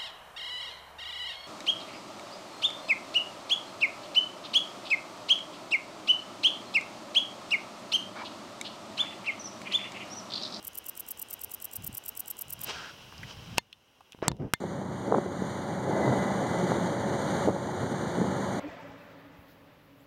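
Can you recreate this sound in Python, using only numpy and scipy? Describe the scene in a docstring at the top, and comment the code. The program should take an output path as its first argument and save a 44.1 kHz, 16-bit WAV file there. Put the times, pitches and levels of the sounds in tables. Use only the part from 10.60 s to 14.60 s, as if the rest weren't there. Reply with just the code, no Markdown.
"""Outdoors at a thistle, microphone close to the plant, a soft rush and hiss behind.
A bush-cricket on the down chirps nine times a second, drawing scraper over file tooth by tooth.
A hand brushes through and the insect falls silent; fibres crackle, stems tick as they are gripped.
Low buffeting reaches the microphone. Then, right at it, the camera is handled: its case clicks
and thumps, and each loud click ducks the automatic gain."""
import sys
import numpy as np
from scipy import signal
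from scipy.fft import rfft, irfft
from scipy.io import wavfile
from scipy.ndimage import uniform_filter1d, minimum_filter1d

SR = 44100
rng = np.random.default_rng(int(sys.argv[2]) if len(sys.argv) > 2 else 0)


def file_out(sig):
    """Save sig as 16-bit WAV at sys.argv[1]."""
    # one column per channel
    cols = np.atleast_2d(sig).T
    # limit, then scale
    lim = np.clip(cols, -1, 1)
    pcm = np.round(lim * 32767).astype(np.int16)
    wavfile.write(sys.argv[1], SR, pcm)


N = 176400
T = np.arange(N) / SR

# Colours of the distant rush and the thin hiss: f/Hz, relative level/dB
RUSH_COLOUR = [(18, -36.5), (30, -17), (81, 3), (157, -6.5), (197, -1.5), (332, -2), (372, -2.5), (788, -3),
               (1180, -5), (1300, -8), (1420, -5), (1780, -9), (2390, -9.5), (2870, 0), (4420, -14.5),
               (5800, -11.5), (6800, -21), (8840, -32), (15000, -120)]
HISS_COLOUR = [(4000, -18.5), (7000, -1), (10000, 1.5), (15800, 1)]
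# Buffeting on the microphone, and the case rumbling as the grip shifts: t/s, level/dB
BUFFET_CURVE = [(1.14, -81), (1.19, -47.5), (1.215, -44.5), (1.23, -58), (1.248, -37), (1.27, -63),
                (1.295, -37.5), (1.315, -65), (1.335, -45), (1.39, -89), (1.78, -72), (1.9, -57),
                (2.18, -53), (2.25, -63), (2.5, -55.5), (2.65, -45.5), (2.72, -60), (2.78, -44),
                (2.85, -54.5), (2.9, -43), (3.01, -44.5), (3.06, -62.5), (3.55, -72)]
GRIP_CURVE = [(3.58, -51), (3.66, -45), (3.685, -19), (3.73, -24.5), (3.78, -35.5), (3.805, -16.5),
              (3.865, -19), (3.895, -36), (4.0, -65)]
# Fingers sliding on the case: t/s, length/s, level/dB, fade/dB
FINGER_SLIDES = [(3.626, 0.061, -26, 6), (3.688, 0.034, -36.5, 11), (3.797, 0.13, -37.5, 13.5)]
# Colours of buffeting, grip and sliding fingers: f/Hz, relative level/dB
BUFFET_COLOUR = [(25, -14.5), (60, -2.5), (100, 3), (165, 3), (250, -10.5), (380, -21.5), (800, -42.5),
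                 (8000, -100)]
GRIP_RUMBLE_COLOUR = [(25, -16.5), (60, -6), (110, -4), (150, 6), (240, -8), (400, -8), (800, -22),
                      (2000, -55.5), (12000, -100)]
FINGER_COLOUR = [(100, -11.5), (280, -2.5), (430, 2.5), (650, 1.5), (850, -1), (1400, -1.5), (2200, -9.5),
                 (3000, -13.5), (4000, -25.5), (5500, -21), (8000, -39), (15000, -63.5)]
# Contacts on the case: t/s, thud f/Hz, ring f/Hz, ring gain/dB,
# then level/dB, before weighting, of the thud and of the four bands above it
CASE_CONTACTS = [(2.982, 550, 2750, 17.5, -3.5, -10, -19, -8.5, -15.5),
                 (3.5474, 250, 300, -14, -30.5, -38, -50, -70, -76),
                 (3.5885, 300, 900, -9, -33.5, -48, -50, -70, -71.5),
                 (3.6204, 300, 890, -1, -39, -33, -35, -67.5, -71),
                 (3.626, 450, 590, -1, -15.5, -33.5, -42, -64, -74),
                 (3.6813, 220, 7620, 11, -1.5, -6.5, -9, -7, -15.5),
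                 (3.7163, 250, 4960, 10.5, -10, -24, -29, -37, -57),
                 (3.7675, 150, 5300, 3, -23, -49, -51, -48, -58),
                 (3.821, 250, 900, 1, -23, -38, -48, -63, -68),
                 (3.9366, 120, 1400, 9.5, -9.5, -13.5, -10, -9.5, -13)]
# Those four bands, low middle to top: f/Hz
CONTACT_BANDS = [1200, 3000, 6700, 12500]
# Modes of the case: f/Hz, gain/dB, t60/s
CASE_MODES = [(151, -51, 0.03), (944, -33, 0.021), (2100, -50.5, 0.064), (3870, -35, 0.015),
              (3950, -31.5, 0.014), (4285, -53.5, .046), (5260, -36, 0.011), (6492, -70.5, .12),
              (7100, -63, 0.074), (8240, -48.5, .018)]
# The hand brushing the plant, and a stem scraping through the fingers: t/s, level/dB
BRUSH_CURVE = [(1.98, -58.5), (2.05, -47), (2.085, -38), (2.1, -31.5), (2.125, -42), (2.2, -43.5),
               (2.29, -48), (2.37, -56.5), (2.42, -53.5), (2.48, -58), (2.66, -52.5), (2.712, -44),
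               (2.745, -54), (2.95, -52), (2.968, -59), (2.98, -28.5), (3.0, -57), (3.08, -72), (3.15, -68)]
SCRAPE_CURVE = [(2.08, -75), (2.16, -44), (2.24, -48), (2.295, -48), (2.35, -64)]
# Colour of the crackling fibres: f/Hz, relative level/dB
FIBRE_COLOUR = [(120, -29), (250, -7.5), (600, -2.5), (1450, -3.5), (2000, -9), (3000, 1.5), (4200, -6.5),
                (5500, -5.5), (6800, -16.5), (8200, -21), (10000, -31.5), (15000, -41.5)]
# Ticks of gripped stems: t/s, level/dB, f/Hz, width/octaves, t60/s
TICKS = [(2.5245, -22.5, 1140, 0.47, 0.014), (2.5799, -17, 5110, 0.1, 0.004),
         (2.631, -13, 2080, 0.29, 0.033), (3.1283, 0, 2990, 0.16, 0.0068), (3.407, -16.5, 920, 0.45, 0.023),
         (3.522, -11, 4030, 0.46, 0.0034), (3.5301, -10, 2790, 0.17, 0.0067)]
# The cricket's chirps: t/s, relative level/dB
SONG = [(.0254, -1), (0.1305, -0.5), (0.2406, 0), (0.3509, 0), (.4624, 0.5), (.5717, 0.5), (.684, 0.5),
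        (.791, 0), (.893, 0.5), (0.999, 0.5), (1.1112, 0.5), (1.2208, 1), (1.3264, 1.2), (1.4366, 1),
        (1.5496, 1.5), (1.657, 1.5), (1.766, 1), (1.8805, 1.3), (1.99, 1.5)]
# Wing strokes of every chirp: delay/s, length/s, relative end level/dB, swell/dB,
# first and last tooth rate/Hz, bright share at the end (0-1)
WING_STROKES = [(.0015, 0.0019, -7.5, 17.5, 4800, 3200, 0), (0.01, 0.0075, -12, 27, 3000, 3800, 0.4),
                (0.018, 0.0093, 1.5, 26, 4500, 1800, 0.68), (.033, .0007, -19, -9, 2100, 2500, 0),
                (.0415, .0075, 3.5, 26.5, 4500, 2200, 0.82), (.0503, .0012, -28.5, -6, 4000, 4000, 0),
                (0.0511, .0058, 6, 9.5, 3800, 1100, 0.84)]
# Colours of the wing under firm and light contact: f/Hz, relative level/dB
FIRM_COLOUR = [(2500, -41.5), (4500, -21.5), (5800, -8.5), (7000, -35), (7700, -3.5), (10400, 1.5),
               (11050, -2.5), (12100, 9.5), (12900, 6.5), (13600, 7), (15800, -2.5)]
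LIGHT_COLOUR = [(2500, -40), (5000, -15.5), (7000, -8.5), (7800, -0.5), (9800, -6.5), (11100, -9),
                (12500, -17.5), (15800, -3)]
# Narrow dips in the microphone's response: f/Hz, width/Hz
MIC_NOTCHES = [(1780, 52), (3430, 85), (3570, 27), (3640, 93), (4285, 62), (4495, 100)]


def from_db(db):
    return 10 ** (np.asarray(db) / 20)


def unit_rms(x):
    return x / np.sqrt(np.mean(x ** 2) + 1e-20)


def envelope(curve):
    """Gain along a curve of t/s, level/dB; silent outside it."""
    return from_db(np.interp(T, *np.transpose(curve), left=-np.inf, right=-np.inf))


def response(points, size=4096):
    """Minimum-phase impulse response for a colour of f/Hz, level/dB."""
    hz, db = np.transpose(points)
    grid = np.maximum(np.fft.rfftfreq(size, 1 / SR), 1)
    cepstrum = irfft(np.log(from_db(np.interp(np.log(grid), np.log(hz), db))))
    cepstrum[1:size // 2] *= 2
    cepstrum[size // 2 + 1:] = 0
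    return irfft(np.exp(rfft(cepstrum)))


def colour(x, points):
    """Filter by a colour of unit energy."""
    h = response(points)
    return signal.fftconvolve(x, h / np.linalg.norm(h))[:len(x)]


def noise(points):
    return colour(rng.standard_normal(N), points)


def poles(hz, width_hz):
    """Feedback coefficients of a damped resonator."""
    r = np.exp(-np.pi * width_hz / SR)
    return np.array([1, -2 * r * np.cos(2 * np.pi * hz / SR), r * r])


def resonance(x, hz, width_hz):
    """Band-pass with gain 1 at its centre."""
    a = poles(hz, width_hz)
    return signal.lfilter(np.array([1, 0, -1]) * (1 - a[2]) / 2, a, x + 1e-18)


def narrow_noise(hz, stage_width_hz):
    """Noise through two like band-passes, at unit RMS."""
    once = resonance(rng.standard_normal(N), hz, stage_width_hz)
    return unit_rms(resonance(once, hz, stage_width_hz))


def burst(t60, size=4096):
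    """Dying noise of unit energy."""
    x = rng.standard_normal(size) * from_db(-60 * T[:size] / t60)
    return x / np.linalg.norm(x)


def ring(x, hz, t60):
    """A unit click sets a sine of height 1 ringing."""
    a = poles(hz, np.log(1000) / (np.pi * t60))
    return signal.lfilter([1, a[1] / 2], a, x + 1e-18)


def add(out, start, x):
    i = int(start * SR)
    out[i:i + len(x)] += x[:max(N - i, 0)]


def outdoors():
    """Far off, a steady rush with a narrow resonance in it, and a thin hiss."""
    rush = from_db(-53.5) * noise(RUSH_COLOUR)
    peak = from_db(-73) * narrow_noise(hz=2880, stage_width_hz=440)
    return rush + peak + from_db(-66) * noise(HISS_COLOUR)


def handling():
    """Right at the microphone: buffeting, the shifting grip and fingers rubbing over the case."""
    buffeting = envelope(BUFFET_CURVE) * noise(BUFFET_COLOUR)
    grip = envelope(GRIP_CURVE) * noise(GRIP_RUMBLE_COLOUR)
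    pressure = np.zeros(N)
    for start, length, db, fade_db in FINGER_SLIDES:
        add(pressure, start, from_db(db - np.linspace(0, fade_db, int(length * SR))))
    return buffeting + grip + uniform_filter1d(pressure, size=200) * noise(FINGER_COLOUR)


def case_knocks(mode_spread_db=5.5):
    """Each contact is a sharp push that rings, rattles and strikes the case's modes a little unevenly."""
    out = np.zeros(N)
    for start, thud_hz, ring_hz, ring_db, *bands_db in CASE_CONTACTS:
        # Narrow bands hold their energy more densely.
        density_db = np.array(bands_db) + [37.3, 33.2, 30.8, 30, 26.9]
        bands = zip([thud_hz, *CONTACT_BANDS], density_db)
        push = from_db(-4) * response([(30, density_db[0] - 10), *bands, (16500, density_db[-1] - 9)])
        push += from_db(ring_db) * resonance(push, ring_hz, width_hz=400)
        push += from_db(-6) * signal.fftconvolve(push, burst(t60=.006))[:len(push)]  # rattle
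        modes = sum(from_db(db + mode_spread_db * rng.standard_normal()) * ring(push, hz, t60)
                    for hz, db, t60 in CASE_MODES)
        add(out, start, push + modes)
    # The shell smears each knock over a millisecond: a chain of all-passes.
    for hz, width_hz in [(1800, 1460), (4400, 2100), (7000, 6200), (10500, 6900)]:
        a = poles(hz, width_hz)
        out = signal.lfilter(a[::-1], a, out)
    return out


def plant(fibres_per_s=14000, spread_db=2):
    """Close by, fine fibres crackle against the hand, one stem scrapes and single stems tick."""
    snaps = (rng.random(N) < fibres_per_s / SR) * rng.choice([-1, 1], N)
    strength = from_db(spread_db * np.minimum(rng.exponential(1, N), 4))
    out = envelope(BRUSH_CURVE) * unit_rms(colour(snaps * strength, FIBRE_COLOUR))
    out += envelope(SCRAPE_CURVE) * narrow_noise(hz=1440, stage_width_hz=600)
    grid_hz = np.geomspace(50, 20000, 60)
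    for start, db, hz, octaves, t60 in TICKS:
        hump_db = -17 * np.log10(1 + 2 * (np.log2(grid_hz / hz) / octaves) ** 2)
        add(out, start, from_db(db) * colour(burst(t60), np.transpose([grid_hz, hump_db])))
    return out


def cricket(max_teeth=40, gap_jitter=.16, tooth_spread_db=1.8, stroke_jitter_s=.0003):
    """Each tooth of the file clicks the wing; the loud strokes slow, press harder and brighten."""
    bright, dull = np.zeros(N), np.zeros(N)
    grid = np.linspace(0, 1, max_teeth)
    for start, chirp_db in SONG:
        for delay, length, db, swell_db, first_rate, last_rate, share in WING_STROKES:
            gaps, sizes, shift = rng.standard_normal((3, max_teeth))
            teeth = np.cumsum(np.maximum(1 + gap_jitter * gaps, .1)) - 1  # places along the file
            travel = length * (first_rate * grid + (last_rate - first_rate) * grid ** 2 / 2)
            struck = teeth <= travel[-1]
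            progress = np.interp(teeth[struck], travel, grid)  # 0-1 through the stroke
            onset = start + delay + stroke_jitter_s * shift[0]
            at = ((onset + progress * length) * SR).astype(int)
            pressure_db = -swell_db * (1 - progress) ** 2
            force = from_db(chirp_db + db + pressure_db + tooth_spread_db * sizes[struck])
            firmness = np.clip(share * from_db(.6 * pressure_db), 0, 1)
            bright[at] += force * firmness
            dull[at] += force * (1 - firmness)
    add(dull, 2.0722, from_db([-2]))  # one last tick ends the song
    song = from_db(-21) * (colour(bright, FIRM_COLOUR) + colour(dull, LIGHT_COLOUR))
    leaf_scatter = from_db(-20) * signal.fftconvolve(song, burst(t60=.047))[:N]
    return song + leaf_scatter


def scene():
    """Everything that arrives at the one microphone."""
    return (cricket() + plant() + handling() + case_knocks() + outdoors())[None]


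def record(dry, limit_db=-13, recovery_db_per_s=7.5, detector_s=.002, cutoff_hz=15900):
    """Microphone dips, a gain that ducks at once and recovers slowly, rounded peaks and a top cut."""
    x = dry[0]
    for hz, width_hz in MIC_NOTCHES:
        x = signal.lfilter(*signal.iirnotch(hz, hz / width_hz, fs=SR), x)
    span = int(detector_s * SR)
    level_db = 10 * np.log10(np.abs(uniform_filter1d(x * x, span)) + 1e-12)
    over_db = np.maximum(level_db - limit_db, 0)
    duck_db = np.maximum.accumulate(over_db + recovery_db_per_s * T) - recovery_db_per_s * T
    gain_db = uniform_filter1d(minimum_filter1d(-duck_db, 2 * span), span)
    rounded = np.tanh(x * from_db(gain_db))
    top_cut = signal.ellip(10, .2, 70, cutoff_hz, fs=SR, output="sos")
    return signal.sosfilt(top_cut, rounded)[None]


dry = scene()
out = record(dry)
file_out(out)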